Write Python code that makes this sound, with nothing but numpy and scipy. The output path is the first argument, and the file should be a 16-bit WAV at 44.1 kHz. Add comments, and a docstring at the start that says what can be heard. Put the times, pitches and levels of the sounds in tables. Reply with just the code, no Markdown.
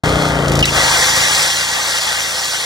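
"""Petrol power trowel on concrete

A single-cylinder engine close by drones as a sum of harmonics of its firing rate, with filtered-noise clatter
and intake hiss. It sags as the drive takes up with noise-burst ticks and swept-sine squeaks; then the steel
blades turn, their gritty scrape (resonant noise with random grains) covers the engine, and the speed recovers."""
import sys
import numpy as np
from scipy import signal
from scipy.fft import rfft, irfft
from scipy.io import wavfile
from scipy.ndimage import uniform_filter1d

SR = 44100
rng = np.random.default_rng(int(sys.argv[2]) if len(sys.argv) > 2 else 0)


def store_wav(level_fs):
    """Save 16-bit WAV to argv[1]."""
    pcm = np.round(np.clip(np.atleast_2d(level_fs), -1, 1) * 32767)
    wavfile.write(sys.argv[1], SR, pcm.T.astype(np.int16))


N = 116865
T, HZ = np.arange(N) / SR, np.fft.rfftfreq(N, 1 / SR)

# engine speed: t/s, firing rate/Hz
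ENGINE_SPEED = [(.04, 30.71), (.12, 30.78), (.2, 30.85), (.28, 30.3), (.36, 29.37), (.44, 28.26),
                (.52, 27.69), (.62, 28.36), (.72, 27.03), (.88, 26.2), (1.05, 25.97), (1.2, 28.43),
                (1.35, 29.9), (1.5, 29.22), (1.72, 28.49), (1.93, 29.56), (2.08, 29.35), (2.21, 27.53),
                (2.45, 30.05), (2.65, 28.98)]
# engine loudness: t/s, exhaust level/dB, clatter level/dB
ENGINE_LEVEL = [(.04, -19.5, -15), (.19, -19.5, -17), (.35, -21, -17.5), (.44, -17, -18), (.52, -13.5, -20),
                (.615, -11.5, -18), (.645, -21, -29.5), (.78, -22.5, -20.5), (.83, -26.5, -30),
                (1.07, -33, -32), (1.22, -31.5, -35), (1.38, -37, -28), (1.52, -37.5, -41), (1.9, -40, -49),
                (2.3, -40.5, -46.5), (2.65, -45.5, -41)]
# colour of the scrape, also used for the intake hiss: f/Hz, spectral density/dB per Hz
GRIT_COLOUR = [(30, -25), (150, -19), (400, -15.5), (520, -9), (780, -3), (1050, -6), (1400, -4.5),
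               (1900, -4.5), (2300, -3), (3600, -4.5), (6000, -4.5), (7200, -8.5), (8500, -10.5),
               (10000, -15), (12000, -21), (16000, -27.5)]


def amp(db):
    """Decibels to gain: twenty decibels per decade of amplitude."""
    return 10 ** (np.asarray(db) / 20)


def unit(x):
    """Normalisation to an rms value of 1."""
    return x / np.sqrt(np.mean(x ** 2) + 1e-20)


def curve(table, axis=1):
    """Linear interpolation in time of one column of a table, at every sample."""
    rows = np.transpose(table)
    return np.interp(T, rows[0], rows[axis])


def read(table):
    """Interpolation of a frequency table on a logarithmic axis."""
    f, value = np.transpose(table)
    return np.interp(np.log(HZ + 1), np.log(f + 1), value)


def rings(modes):
    """Resonance: each mode (f/Hz, width/Hz, height/dB) is a bell-shaped bump in decibels."""
    return sum(db / (1 + (2 * (HZ - f) / width) ** 2) for f, width, db in modes)


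def drift(hz):
    """Low-pass noise: a random wander up to the given rate, rms 1."""
    spectrum = rfft(rng.standard_normal(N))
    return unit(irfft(spectrum / (1 + (HZ / hz) ** 4), N))


def body(x, db):
    """Minimum-phase filtering: a causal ring of unit power whose spectrum has the given shape in dB."""
    cepstrum = irfft(np.log(amp(db)), N)
    # folding the cepstrum onto positive time makes the response causal
    cepstrum[1:N // 2] *= 2
    cepstrum[N // 2:] = 0
    ring = irfft(np.exp(rfft(cepstrum)), N)[:4096]
    return signal.fftconvolve(x, ring / np.linalg.norm(ring))[:N]


def add(mix, s, sound):
    """Superposition: mixes a sound in at time s, in seconds."""
    part = mix[round(s * SR):][:len(sound)]
    part += sound[:len(part)]


def exhaust(cycles):
    """Fourier synthesis: periodic gas puffs make multiples of the firing rate, recoloured by load."""
    # exhaust note: multiple of the firing rate, level running free/dB, level under load/dB
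    orders = [(1, -26, -33), (2, -4, -3), (3, -7, -3.5), (4, -6, -21), (5, 4.5, 2), (6, -3, -7),
              (7, -5, -6), (8, -9, -18), (9, -1.5, -10.5), (10, -1, -10.5), (11, -24, -6.5), (12, -13, -10),
              (13, -9, -8), (14, -3, -13.5), (15, -13, -16.5), (16, -32, -12), (17, -13, -14.5),
              (18, -12, -13), (19, -16, -8), (20, -22, -11)]
    # swings of gas pressure: place in the cycle (0-1), signed strength
    puffs = [(.14, -0.47), (0.221, 0.88), (0.356, -0.52), (0.648, 0.66), (0.751, -0.16), (0.842, 0.71),
             (0.943, -0.35)]
    # strain on the engine, easing briefly as the blades get going: t/s, load (0-1)
    strain = [(.36, 0), (.48, 0.92), (.9, 0.94), (1.2, 0.12), (1.45, 1)]
    # weight of the lowest multiples, which thin out when the engine fires weakly: t/s, level/dB
    thump = [(.07, 4), (.16, 9), (.225, -16), (.27, 4), (.35, 0), (.45, -8), (.51, 0), (.85, 0.5), (1.0, 2),
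             (1.08, 3), (1.16, 4), (1.5, 2)]
    thump_orders = 4
    waver_db, waver_hz, phase_scatter_rad = 0.9, 16.0, 0.25
    puff_jitter_cycles, puff_jitter_hz = .003, 60  # unevenness of the gas flow
    stroke_db = 0.9  # spread in strength from one firing to the next

    load = curve(strain)
    turns = cycles + puff_jitter_cycles * drift(puff_jitter_hz)
    note = np.zeros(N)
    for k, (_, free, loaded) in enumerate(orders, 1):
        # phase of this multiple in a train of impulses at the puff places
        timing = np.angle(sum(size * np.exp(-2j * np.pi * k * place) for place, size in puffs))
        level_db = free + (loaded - free) * load + waver_db * drift(waver_hz)
        if k <= thump_orders:
            level_db = level_db + curve(thump)
        phase = timing + phase_scatter_rad * rng.standard_normal()
        note += amp(level_db) * np.cos(2 * np.pi * k * turns + phase)

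    firings = np.arange(int(cycles[-1]) + 2)
    uneven = np.interp(cycles, firings, rng.standard_normal(len(firings)))
    return unit(note) * amp(curve(ENGINE_LEVEL) + stroke_db * uneven)


def knock_gate(cycles):
    """Periodic modulation: piston and valve knocks decay exponentially over a steady bed."""
    # knocks: place in the cycle (0-1), strength
    knocks = [(0.138, 0.4), (.36, 0.29), (0.602, 0.46), (0.808, 1.0)]
    bed, knock_length_cycles = .7, .09
    gate = np.full(N, bed)
    for place, size in knocks:
        gate += size * np.exp(-((cycles - place) % 1) / knock_length_cycles)
    return gate


def clatter(cycles):
    """Impact excitation: knocks ring the crankcase, partly alike from cycle to cycle."""
    # engine clatter: f/Hz, spectral density/dB per Hz
    colour = [(20, -40), (40, -8), (65, 0), (170, -7.5), (220, -22.5), (400, -6), (680, -0.5),
              (1000, -11.5), (1200, -1.5), (1400, -8.5), (1800, -11), (2500, -13.5), (4000, -21.5),
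              (6200, -24.5), (9000, -30.5), (12000, -38), (16000, -49)]
    # crankcase modes: f/Hz, width/Hz, level over the clatter/dB
    crankcase = [(720, 67, -2.5), (905, 37, 6.5), (1200, 74, -6.5), (1424, 34, 2.5), (2030, 55, 0),
                 (3190, 85, 5)]
    repeat_share = .45  # share of power that repeats each cycle

    # one cycle of noise, replayed in step with the engine
    count = round(SR / ENGINE_SPEED[0][1])
    pattern = rng.standard_normal(count)[(cycles % 1 * count).astype(int)]
    highpass = signal.butter(2, 450, "high", fs=SR, output="sos")
    alike = unit(signal.sosfilt(highpass, pattern))
    fresh = rng.standard_normal(N)
    noise = np.sqrt(repeat_share) * alike + np.sqrt(1 - repeat_share) * fresh
    ringing = body(knock_gate(cycles) * noise, read(colour) + rings(crankcase))
    return unit(ringing) * amp(curve(ENGINE_LEVEL, axis=2))


def intake_hiss(cycles):
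    """Flow noise: broadband hiss with a tinny resonance, modulated in step with the knocks."""
    # intake hiss before the load comes on: t/s, level/dB
    hiss_level = [(.04, -28.5), (.18, -28), (.22, -25), (.305, -25.5), (.335, -46), (.6, -56), (.8, -75)]
    # tinny ring in the hiss: f/Hz, width/Hz, height/dB
    cover = [(3380, 48, 16), (4230, 120, 10.5)]
    noise = knock_gate(cycles) * rng.standard_normal(N)
    return unit(body(noise, read(GRIT_COLOUR) + rings(cover))) * amp(curve(hiss_level))


def scrape():
    """Friction noise: grit breaks under juddering blades and rings them; colour shifts with the contact."""
    # blades on concrete: t/s, level/dB, extra treble/dB
    contact = [(.6, -44, -17.5), (.66, -25.5, 6), (.715, -19, -2), (.755, -12, -3.5), (.82, -12, -2.5),
               (.94, -12, -2), (1.05, -13.5, 1.5), (1.11, -13.5, 0.5), (1.18, -13, 0.5), (1.27, -14, 0.5),
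               (1.39, -14, 2.5), (1.55, -17.5, 2), (1.7, -18.5, 1), (1.82, -17.5, 0.5), (1.89, -16, 0),
               (1.98, -18, 2), (2.15, -17.5, 0), (2.3, -21, 2), (2.42, -20, 2), (2.47, -21.5, 4.5),
               (2.65, -20, 1)]
    # ringing of the blades: f/Hz, width/Hz, level over the scrape/dB
    blade = [(518, 44, 8), (864, 60, 4), (1156, 71, 3.5), (1525, 18, 7.5), (1673, 110, 3.5), (1902, 260, 6),
             (2800, 190, 2), (3346, 84, 5), (4020, 120, 1), (5700, 230, 0.5)]
    grains_per_s, grain_spread_db, grain_share = 6000, 0.5, 0.35  # the share is of power
    judder_db, judder_hz = 0.35, 35
    patch_db, patch_s, patch_hz = 2, 0.027, 220
    treble_hz = 2800  # half the extra treble in dB is reached here

    strength = amp(grain_spread_db * np.minimum(rng.exponential(1, N), 4))
    struck = rng.random(N) < grains_per_s / SR
    grains = rng.standard_normal(N) * strength * struck
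    steady = rng.standard_normal(N)
    drive = np.sqrt(grain_share) * unit(grains) + np.sqrt(1 - grain_share) * steady
    drive *= amp(judder_db * drift(judder_hz))

    # random patches of gain in time and frequency
    hz, t, z = signal.stft(drive, SR, nperseg=512, noverlap=384)
    patches = uniform_filter1d(rng.standard_normal(z.shape), max(1, round(patch_hz / hz[1])), 0)
    patches = unit(uniform_filter1d(patches, max(1, round(patch_s / t[1])), 1))
    treble_shelf = hz ** 2 / (hz ** 2 + treble_hz ** 2)
    treble_db = np.outer(treble_shelf, np.interp(t, T, curve(contact, axis=2)))
    coloured = z * amp(patch_db * patches + treble_db)
    drive = signal.istft(coloured, nperseg=512, noverlap=384)[1][:N]
    return unit(body(drive, read(GRIT_COLOUR) + rings(blade))) * amp(curve(contact))


def drive_ticks():
    """Transient excitation: the drive snatches about twice per firing, each tick a short noise burst."""
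    # ticks: t/s, level/dB
    ticks = [(.444, -28), (0.481, -18), (0.496, -23.5), (.518, -16.5), (0.5343, -21), (0.553, -16),
             (0.57, -19), (0.59, -13.5), (0.605, -17), (.625, -16.5), (.654, -10)]
    # colour of a tick: f/Hz, spectral density/dB per Hz
    tick_colour = [(200, -39), (1500, -5), (3000, -3), (6200, -3.5), (9000, -11.5), (12000, -16.5),
                   (16000, -28)]
    rise_s, fall_s = .0013, .006
    t = T[:SR // 20]
    shape = np.minimum(t / rise_s, 1) * np.exp(-np.maximum(t - rise_s, 0) / fall_s)
    bursts = np.zeros(N)
    for s, db in ticks:
        add(bursts, s, amp(db) * shape * rng.standard_normal(len(t)))
    return body(bursts, read(tick_colour))


def belt_squeaks():
    """Frequency modulation: each belt squeak is a short sine with sagging, roughened pitch."""
    # squeaks: t/s, length/s, f/Hz, level/dB
    squeaks = [(.626, .009, 2850, -8.5), (0.636, 0.0099, 2607, -14), (0.64, 0.013, 3800, -21.5),
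               (0.6345, 0.008, 5070, -24), (0.643, 0.0075, 1880, -23), (0.674, 0.026, 2794, -17.5)]
    sag, rough, rough_hz = 0.041, 0.06, 570  # sag and roughness as fractions of the pitch
    mix = np.zeros(N)
    for s, length, hz, db in squeaks:
        u = T[T < length] / length
        pitch = hz * (1 + sag * (.5 - u) + rough * drift(rough_hz)[:len(u)])
        envelope = np.sqrt(abs(np.sin(np.pi * u)))
        tone = envelope * np.sin(2 * np.pi * np.cumsum(pitch) / SR)
        add(mix, s, amp(db) * unit(tone))
    return mix


def microphones(x):
    """Interchannel phase and level differences: two ports hear the machine, plus scatter from the yard."""
    # phase by which left leads: f/Hz, phase/rad
    lead = [(0, 0), (60, -.04), (160, -.15), (420, -.3), (650, -.1), (880, -.8), (1130, .5), (1400, .1),
            (1900, -1.6), (2550, -3.14), (3000, -3.9), (3350, -5), (3520, -6.283), (6250, -6.283),
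            (6700, -5.1), (7450, -5.1), (7650, -6.283)]
    # left minus right: f/Hz, level/dB
    balance = [(50, 0.5), (150, 1.5), (280, 1), (520, 0.5), (720, 10), (1000, -2.5), (1400, 7), (1650, 7),
               (1900, 3), (2200, 4.5), (3300, 1), (4300, 0), (5300, -4), (6200, -5.5), (7400, 1)]
    # scattered sound: f/Hz, power relative to direct sound
    diffuse = [(100, .004), (350, 0.053), (700, 0.1), (1400, 0.29), (2500, 0.074), (4000, 0.012),
               (6500, 0.026)]
    stereo = HZ < 7600  # no level difference or scatter above this frequency

    t = T[:SR // 8]
    tail = rng.standard_normal(len(t)) * amp(-60 * t / 0.08)  # falls 60 dB in 0.08 s
    scattered = signal.fftconvolve(x, tail / np.linalg.norm(tail))[:N]
    scatter = rfft(scattered) * np.sqrt(read(diffuse)) * stereo
    direct = rfft(x)
    ratio = amp(read(balance) * stereo)
    left = direct * ratio + scatter
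    right = (direct - scatter) * np.exp(-1j * read(lead))
    # keeps the summed power of the direct sound independent of the balance
    return irfft(np.array([left, right]) * np.sqrt(2 / (1 + ratio ** 2)), N)


def scene():
    """Superposition of engine, blades and drive at one spot in the yard."""
    cycles = np.cumsum(curve(ENGINE_SPEED)) / SR  # one cycle per firing
    engine = exhaust(cycles) + clatter(cycles) + intake_hiss(cycles)
    return microphones(engine + scrape() + drive_ticks() + belt_squeaks())


def record(dry):
    """Gating, saturation and band limiting: the input opens, rounds off high peaks, then cuts the top."""
    start_s, closed_db, edge_hz = .035, -67, 16100
    opened = dry * np.clip((T - start_s) / .002, amp(closed_db), 1)  # 2 ms ramp
    rounded = opened / (1 + (abs(opened) / .92) ** 8) ** (1 / 8)
    lowpass = signal.firwin(511, edge_hz, window=("kaiser", 9), fs=SR)
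    return signal.oaconvolve(rounded, lowpass[None], "same")


dry = scene()
out = record(dry)
store_wav(out)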